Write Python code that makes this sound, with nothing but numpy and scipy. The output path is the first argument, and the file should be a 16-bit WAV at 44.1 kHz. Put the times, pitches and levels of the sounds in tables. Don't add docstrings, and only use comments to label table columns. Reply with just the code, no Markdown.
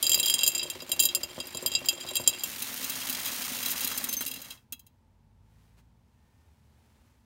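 import sys
import numpy as np
from scipy import signal
from scipy.fft import rfft, irfft
from scipy.io import wavfile

SR = 44100
rng = np.random.default_rng(int(sys.argv[2]) if len(sys.argv) > 2 else 0)


def master(y):
    cut = np.clip(np.atleast_2d(y).T, -1, 1)
    pcm = np.round(cut * 32767)
    wavfile.write(sys.argv[1], SR, pcm.astype(np.int16))


N = 319719
T = np.arange(N) / SR
RING_T = T[:SR // 6]


# start_s, peak_db (approximate), treble_share_db
SIDE_HITS = [(0.0275, -7, -8), (0.0413, -15, -17), (0.0669, -7.5, -12), (0.0945, -6.5, -8),
             (0.1173, -6.5, -17.5), (0.1329, -12, -17), (0.144, -4.5, -12), (0.1766, -16.5, -7),
             (0.1985, -8, -15.5), (0.2295, -12.5, -10), (0.259, -9, -11), (0.275, -16.5, -34),
             (0.2825, -11.5, -16.5), (0.2987, -6, -7), (0.3398, -5.5, -15.5), (0.3904, -13, -23),
             (0.4333, -7, -18.5), (0.4638, -9.5, -13), (0.4772, -3.5, -8), (0.5495, -12.5, -17.5),
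             (0.579, -16, -17), (0.595, -16.5, -30), (0.6164, -22.5, -28), (0.63, -17, -19),
             (0.7004, -17.5, -18.5), (0.8043, -27.5, -44), (0.821, -28.5, -15), (0.8932, -24.5, -6),
             (0.9173, -9.5, -19), (0.9294, -23, -22), (0.9632, -29.5, -12), (0.9941, -9, -17.5),
             (0.9999, -3, -12), (1.0245, -12, -13), (1.0349, -10, -3), (1.0532, -5, -10),
             (1.0881, -16.5, -29), (1.1491, -6.5, -14.5), (1.2329, -15.5, -18.5), (1.4021, -19, -23.5),
             (1.4698, -26, -12), (1.548, -21.5, -20), (1.571, -19.5, -16.5), (1.6247, -26, -4),
             (1.6611, -9.5, -17), (1.675, -20, -12), (1.7174, -20, -22), (1.7374, -22.5, -21),
             (1.7512, -8, -28), (1.8587, -21.5, -4), (1.8865, -5.5, -19.5), (1.9297, -28, -17),
             (2.0098, -26, -25), (2.0741, -29.5, -25), (2.0886, -23, -20), (2.155, -12, -15),
             (2.1671, -10.5, -18.5), (2.1986, -29.5, -12), (2.264, -28, -27), (2.2755, 0, -13.5),
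             (2.294, -17, -13), (2.3355, -26.5, -32), (2.386, -30.5, -17), (2.4358, -12.5, -9)]
# pitch_hz, level_db, t60_s
SIDE_MODES = [(2633, -18, .14), (2746, -11, .13), (3214, -2.7, .08), (3897, -7, .08), (4892, 0, .055),
              (6718, -15, .1), (6965, -4, .05), (7390, 0, .04), (7445, 2, .06), (8678, -6, .05),
              (8998, 0, .045), (9430, -13, .05), (10520, -7, .07), (10740, -7, .04), (11470, -13, .06),
              (11615, -6, .04), (11955, 1, .065), (14170, -9, .05), (14370, -13, .07), (14920, -6, .04),
              (15230, -12, .06), (15575, -11, .06)]
# frequency_hz, level_db
SIDE_CRACK = [(2200, -25), (3000, -4), (7200, -2.5), (8050, -12), (8900, 5), (9900, -9.5), (11600, 4),
              (13000, -11), (15000, 6.5)]
# frequency_hz, level_db
PILE_COLOUR = [(40, -26), (260, -1.5), (355, 3), (430, -9), (560, -8.5), (800, -2.5), (1600, -5.5),
               (2300, -2.5), (4500, -6.5), (8000, -14.5)]
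SIDE_TREBLE_DB = -14


def jar_side():
    rattle_gain, graze_gain = pile_flow()
    blows = rocking(strikes(SIDE_HITS, SIDE_TREBLE_DB), second_db=-13)
    clinks = glass(blows, SIDE_MODES, SIDE_CRACK, scatter_db=3.8, detune=.002,
                   crack_db=-6, crack_t60=.036, tick_db=-2.5, linger_db=-31)
    light = light_hits(.02, 2.42, count=140, loudness=graze_gain, spread_db=2.0, dull_db=4.5)
    grazes = glass(light, SIDE_MODES, SIDE_CRACK, scatter_db=4.5, detune=.0024,
                   crack_db=-14, crack_t60=.018, tick_db=-3, linger_db=-23)
    rattle = colour(contacts(rate=400, spread_db=2.2, t60=.02, rubbing=.25), PILE_COLOUR)
    return clinks + grazes + rattle_gain * rattle


RUSH_END_S, RUSH_FALL_DB_PER_S = 0.43, 62
TRICKLE_DB, TRICKLE_RISE_DB_PER_S = -32, 10
SIDE_END_S, SIDE_FALL_DB_PER_S = 2.43, 450
RATTLE_DB, RATTLE_PER_DB = -45, 0.17
GRAZE_DB = -30.5


def pile_flow():
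    rush_db = -RUSH_FALL_DB_PER_S * np.maximum(T - RUSH_END_S, 0)
    flow_db = np.maximum(rush_db, TRICKLE_DB + TRICKLE_RISE_DB_PER_S * T)
    near_db = hold_db(0, SIDE_END_S, 0, SIDE_FALL_DB_PER_S)
    return undb(RATTLE_DB + RATTLE_PER_DB * flow_db + near_db), undb(GRAZE_DB + flow_db + near_db)


CREST_DB = 10.5
TILT_PER_DB, MAX_TILT_DB = 0.74, 0


def strikes(table, ordinary_db):
    s, peak_db, treble_db = np.transpose(table)
    bright_db = np.minimum(TILT_PER_DB * (treble_db - ordinary_db), MAX_TILT_DB)
    return np.column_stack([s, peak_db - CREST_DB, bright_db])


def rocking(hits, second_db):
    first = np.array(hits)
    delay_s = rng.uniform(.002, .006, len(first))
    second = first + np.outer(delay_s, [1, 0, 0]) + [0, second_db, -1]
    return np.vstack([first, second])


def glass(hits, modes, crack_colour, scatter_db, detune, crack_db, crack_t60, tick_db, linger_db):
    hz, db, t60 = np.transpose(modes)
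    decays = np.float32([fade(t) + undb(linger_db) * fade(3 * t) for t in t60])
    height = (np.maximum(hz, 4500) - 8000) / 4000
    attack = int(.005 * SR)
    crack_shape = undb(crack_db) * fade(crack_t60) + undb(tick_db) * fade(.003)
    out = np.zeros(N)
    for s, level_db, bright_db in hits:
        spot, load, sign = rng.standard_normal((3, len(hz)))
        slope_db = bright_db + .5 * min(bright_db, 0)
        weight = undb(db + slope_db * height + scatter_db * spot) * np.sign(sign)
        turn_per_s = np.float32(2 * np.pi * hz * (1 + detune * load))
        rings = np.sin(np.outer(turn_per_s, np.float32(RING_T))) * decays
        ringing = np.float32(weight / np.linalg.norm(weight)) @ rings
        crack = colour(crack_shape * rng.standard_normal(len(RING_T)), crack_colour)
        clink = ringing + undb(min(slope_db, 0)) * crack
        add(out, s, clink * undb(level_db) / np.std(clink[:attack]))
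    return low_cut(out, 1900)


# start_s, level_db
THUDS = [(0.172, -31.5), (0.625, -31.5), (0.651, -33.5), (0.752, -32.5), (0.82, -33), (0.888, -34),
         (0.929, -33.5), (1.167, -33), (1.233, -33.5), (1.378, -27), (1.402, -36), (1.545, -29.5),
         (1.624, -30), (1.652, -28), (1.713, -35), (1.814, -32.5), (1.926, -33.5), (2.046, -32.5),
         (2.111, -32.5), (2.197, -28)]
# pitch_hz, level_db, t60_s
BODY_MODES = [(84, -7.5, .16), (149, -7, 0.13), (258.4, -6, 0.17), (360.4, -4, .24), (508.4, 0, 0.08),
              (582.8, 0.5, 0.076), (641, -2.5, 0.077), (1030, 0.5, 0.029)]
# frequency_hz, level_db
THUD_COLOUR = [(35, -24.5), (75, -5), (580, 0.5), (6000, -30.5)]
KNOCK_DB = -30.5


def pile_thuds():
    hz, mode_db, t60 = np.transpose(BODY_MODES)
    decays = np.array([fade(t) for t in t60])
    body, shift = np.zeros(N), np.zeros(N)
    patter_gain = undb(5.5) * pile_flow()[0]
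    patter = light_hits(0, 2.4, count=60, loudness=patter_gain, spread_db=0.0, dull_db=0)[:, :2]
    knocks = [(s, db + KNOCK_DB) for s, db, _ in SIDE_HITS]
    for s, db in np.vstack([THUDS, knocks, patter]):
        spot, load, sign = rng.standard_normal((3, len(hz)))
        weight = undb(mode_db + 2 * spot) * np.sign(sign)
        rings = np.sin(2 * np.pi * np.outer(hz * (1 + .02 * load), RING_T)) * decays
        add(body, s + .002, undb(db) * weight / np.linalg.norm(weight) @ rings)
        add(shift, s + .002, undb(db) * fade(.053) * rng.standard_normal(len(RING_T)))
    thuds = undb(-4.5) * body + undb(-12.0) * colour(shift, THUD_COLOUR)
    return low_cut(thuds, 65)


# start_s, level_db
PAPER_TAPS = [(3.051, -41), (3.913, -32.5), (4.208, -34.5), (4.725, -51.5)]
# frequency_hz, level_db
RUSTLE_COLOUR = [(900, -17), (2000, -0.5), (3000, 3.5), (5000, 1), (7000, 2), (7900, -4), (9000, 3.5),
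                 (10000, -5), (12000, 0.5), (15500, -0.5)]
SCRAPE_COLOUR = [(400, -3), (1000, 4), (2200, 4), (3200, -17.5), (6000, -7.5)]
SHEET_COLOUR = [(60, -17), (170, -5), (262, 2.5), (335, -9.5), (600, -9), (1500, -45.5)]
# pitch_hz, level_db, t60_s
NECK_MODES = [(2660, -11, .08), (2775, -10, .07), (3250, -8, .09), (3885, -9, .08), (4035, -8, .07),
              (4960, -7, .06), (6350, -6, .06), (6860, -7, .035), (7500, -10, .05), (8780, -5, .04),
              (9510, -12, .05), (10700, -5, .03), (11530, 0, .04), (11800, 1, .035), (12400, -5, .025),
              (13020, -2, .03), (14000, 0, .04), (14200, -4, .04), (15260, -1, .04), (15585, -2, .05)]
# frequency_hz, level_db
NECK_CRACK = [(700, -22), (2600, -7), (15500, 5)]


def chute():
    rustle_gain, scrape_gain, drum_gain = chute_flow()
    jostling = contacts(rate=600, spread_db=2.2, t60=.025, rubbing=.2)
    sliding = rustle_gain * colour(jostling, RUSTLE_COLOUR)
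    paper = scrape_gain * contacts(rate=800, spread_db=2, t60=.022, rubbing=.3)
    for s, db in PAPER_TAPS:
        add(paper, s, undb(db) * fade(.086) * rng.standard_normal(len(RING_T)))
    sheet = drum_gain * colour(contacts(rate=220, spread_db=2.5, t60=.019), SHEET_COLOUR)
    light = light_hits(2.4, 4.54, count=100, loudness=undb(-2) * rustle_gain, spread_db=0.0, dull_db=2.5)
    grazes = glass(light, NECK_MODES, NECK_CRACK, scatter_db=4, detune=.008,
                   crack_db=-3, crack_t60=.025, tick_db=0, linger_db=-24)
    return sliding + colour(paper, SCRAPE_COLOUR) + sheet + grazes


CHUTE_START_S, CHUTE_FULL_S, CHUTE_SWELL_DB_PER_S = 2.45, 3.11, 7
START_DB_PER_S, STOP_DB_PER_S = 447.5, 261
LIP_EMPTY_S, LIP_FALL_DB_PER_S = 3.84, 23.5
SHEET_EMPTY_S, SHEET_FALL_DB_PER_S = 4.08, 136
STRAGGLER_DB, STRAGGLER_OFF_S = -11, 4.53
DRUM_END_S, DRUM_FALL_DB_PER_S = 4.35, 82
RUSTLE_DB, SCRAPE_DB, DRUM_DB = -35.5, -43.5, -53


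def chute_flow():
    sliding_db = hold_db(CHUTE_START_S, STRAGGLER_OFF_S, START_DB_PER_S, STOP_DB_PER_S)
    lip_db = hold_db(CHUTE_FULL_S, LIP_EMPTY_S, CHUTE_SWELL_DB_PER_S, LIP_FALL_DB_PER_S)
    stream_db = hold_db(CHUTE_FULL_S, SHEET_EMPTY_S, CHUTE_SWELL_DB_PER_S, SHEET_FALL_DB_PER_S)
    sheet_db = np.maximum(stream_db, STRAGGLER_DB)
    drum_db = hold_db(0, DRUM_END_S, 0, DRUM_FALL_DB_PER_S)
    return undb(sliding_db + np.array([RUSTLE_DB + lip_db, SCRAPE_DB + sheet_db, DRUM_DB + drum_db]))


# start_s, peak_db (approximate), treble_share_db
NECK_HITS = [(2.6221, -16.5, -10.5), (2.843, -17.5, -11), (2.8974, -16, -8), (3.0966, -14.5, -6.5),
             (3.1276, -19, -6), (3.2567, -17.5, -7), (3.275, -20.5, -12), (3.4195, -24, -13),
             (3.456, -33, -9), (3.6292, -18.5, -10.5), (3.6596, -14, -11), (3.6834, -20, -7),
             (3.705, -15.5, -4), (3.7147, -16.5, -8), (3.7773, -28, -4), (3.807, -16, -7),
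             (3.8454, -13.5, -2), (3.8743, -15, -5), (3.916, -22.5, -14), (3.976, -14, -2),
             (4.041, -14.5, 0), (4.0908, -17.5, -3), (4.1272, -16, -11), (4.1366, -16, -2),
             (4.2081, -17.5, -9.5), (4.2209, -21, -8), (4.2629, -17.5, -9), (4.2774, -19, -7),
             (4.313, -22, -11), (4.3387, -24.5, -13), (4.3615, -29, -13.5), (4.4172, -27.5, -7),
             (4.4477, -34, -13), (4.5062, -26, -13.5), (4.575, -48, -28), (4.7233, -20.5, -1),
             (4.794, -38, 0), (4.866, -43.5, -7)]
NECK_TREBLE_DB = -9.5


def jar_neck():
    blows = rocking(strikes(NECK_HITS, NECK_TREBLE_DB), second_db=-3)
    out = glass(blows, NECK_MODES, NECK_CRACK, scatter_db=3.5, detune=.01,
                crack_db=0, crack_t60=.042, tick_db=-12, linger_db=-22)
    air = np.sin(2 * np.pi * 262 * RING_T) * fade(.083)
    for s, db, _ in NECK_HITS:
        add(out, s, undb(db - 26.5) * air)
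    return undb(-0.65) * out


# start_s, peak_db
SNAPS = [(2.4755, -25), (2.5955, -20), (2.743, -17), (3.3985, -20), (4.1125, -23), (4.2525, -18)]


def snaps():
    out = np.zeros(N)
    small_gain = undb(8) * chute_flow()[0]
    small = light_hits(2.45, 4.54, count=60, loudness=small_gain, spread_db=3, dull_db=0)[:, :2]
    shape = fade(.002) + undb(-12) * fade(.015)
    for s, db in np.vstack([SNAPS, small]):
        tick = colour(shape * rng.standard_normal(len(RING_T)), NECK_CRACK)
        add(out, s, undb(db) * tick / np.abs(tick).max())
    return out


# start_s, level_db
RIM_PINGS = [(3.952, -37), (4.088, -29.5), (4.168, -26)]
# pitch_hz, level_db, t60_s
RIM_MODES = [(6297, 0, .15), (11960, -6, .07), (14020, -2.5, .09)]


def rim():
    out = np.zeros(N)
    ring = sum(undb(db) * np.sin(2 * np.pi * hz * RING_T) * fade(t60) for hz, db, t60 in RIM_MODES)
    for s, db in RIM_PINGS:
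        add(out, s, undb(db) * ring)
    return out


def kitchen(x, t60, wet_db):
    t = T[:SR // 2]
    tail = rng.standard_normal(len(t)) * np.exp(-np.log(1000) * t / t60) * (t > .006)
    tail = colour(tail, [(100, 10.5), (3500, -9), (8000, -12), (16000, -7)])
    return x + undb(wet_db) * signal.fftconvolve(x, tail / np.linalg.norm(tail))[:N]


# peak_s, rise_s, fall_s, level_db
HAND_MOVES = [(5.6, .15, 0.24, -72.5), (5.79, 0.019, 0.019, -65), (6.45, 0.44, 0.37, -75),
              (6.98, 0.38, 0.33, -71.5)]


def hand_moves():
    power = np.zeros(N)
    for s, rise, fall, db in HAND_MOVES:
        bell = np.exp(-((T - s) / np.where(T < s, rise, fall)) ** 2)
        power += (undb(db) * bell) ** 2
    return np.sqrt(power)


# frequency_hz, level_db
HANDLING_COLOUR = [(200, -15), (370, 9.5), (1800, 4.5), (16000, -7)]
ROOM_COLOUR = [(20, -15), (78, 1.5), (115, -1.5), (190, -12.5), (222, -4.5), (290, -18), (750, -25.5),
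               (885, -16.5), (1100, -28.5), (16000, -47)]


def background():
    rumble = undb(-63.5) * colour(rng.standard_normal(N), ROOM_COLOUR)
    brushing = colour(contacts(rate=1700, spread_db=0, t60=.024), HANDLING_COLOUR)
    return rumble + hand_moves() * brushing


# start_s, end_s, first_pitch_hz, last_pitch_hz, level_db, fall_per_overtone_db
HUMS = [(4.8, 6.25, 43, 62, -60.5, 3), (6, 7.1, 76, 73, -61, 19), (6.09, 6.57, 1814, 1814, -81, 40)]


def hums():
    out = np.zeros(N)
    for start, end, first_hz, last_hz, db, fall_db in HUMS:
        phase = 2 * np.pi * np.cumsum(np.interp(T, [start, end], [first_hz, last_hz])) / SR
        swell = np.sin(np.pi * np.interp(T, [start, end], [0, 1]))
        out += swell * sum(undb(db - k * fall_db) * np.sin((k + 1) * phase) for k in range(3))
    return out


def contacts(rate, spread_db, t60, rubbing=.2):
    strength = undb(spread_db * np.minimum(rng.standard_exponential(N), 4))
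    struck = rng.random(N) < rate / SR
    power = signal.fftconvolve(struck * strength ** 2, fade(t60) ** 2)[:N]
    return unit(np.sqrt(np.abs(power + rubbing * power.mean())) * rng.standard_normal(N))


def light_hits(start, end, count, loudness, spread_db, dull_db):
    chance = rng.standard_normal((count, 2))
    s = start + (end - start) * (np.arange(count) + 2 * rng.random(count)) / (count + 1)
    db = 20 * np.log10(np.interp(s, T, loudness) + 1e-9)
    return np.column_stack([s, db + spread_db * chance[:, 0], 2 * chance[:, 1] - dull_db])


def hold_db(start, end, rise_db_per_s, fall_db_per_s):
    return -rise_db_per_s * np.maximum(start - T, 0) - fall_db_per_s * np.maximum(T - end, 0)


def fade(t60):
    return np.exp(-np.log(1000) * RING_T / max(t60, 1e-3))


def colour(x, points):
    hz, db = np.transpose(points)
    size = 4096
    grid = np.maximum(np.fft.rfftfreq(size, 1 / SR), 1)
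    cepstrum = irfft(np.log(undb(np.interp(np.log(grid), np.log(hz), db))))
    cepstrum[1:size // 2] *= 2
    cepstrum[size // 2 + 1:] = 0
    response = irfft(np.exp(rfft(cepstrum)))
    return signal.fftconvolve(x, response / np.linalg.norm(response))[:len(x)]


def low_cut(x, hz):
    return signal.sosfilt(signal.butter(3, hz, "high", fs=SR, output="sos"), x)


def add(out, s, sound):
    i = int(np.clip(s * SR, 0, N - 1))
    out[i:i + len(sound)] += sound[:N - i]


def undb(db):
    return 10 ** (np.asarray(db) / 20)


def unit(x):
    return x / np.sqrt(np.mean(x ** 2))


def scene():
    beans = jar_side() + pile_thuds() + chute() + snaps() + jar_neck() + rim()
    return (kitchen(beans, t60=.32, wet_db=-22.5) + background() + hums())[None]


CUT_OFF_HZ = 15750


def record(dry):
    thinned = low_cut(dry, 38)
    return signal.sosfilt(signal.ellip(10, .2, 70, CUT_OFF_HZ, fs=SR, output="sos"), thinned)


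dry = scene()
out = record(dry)
master(out)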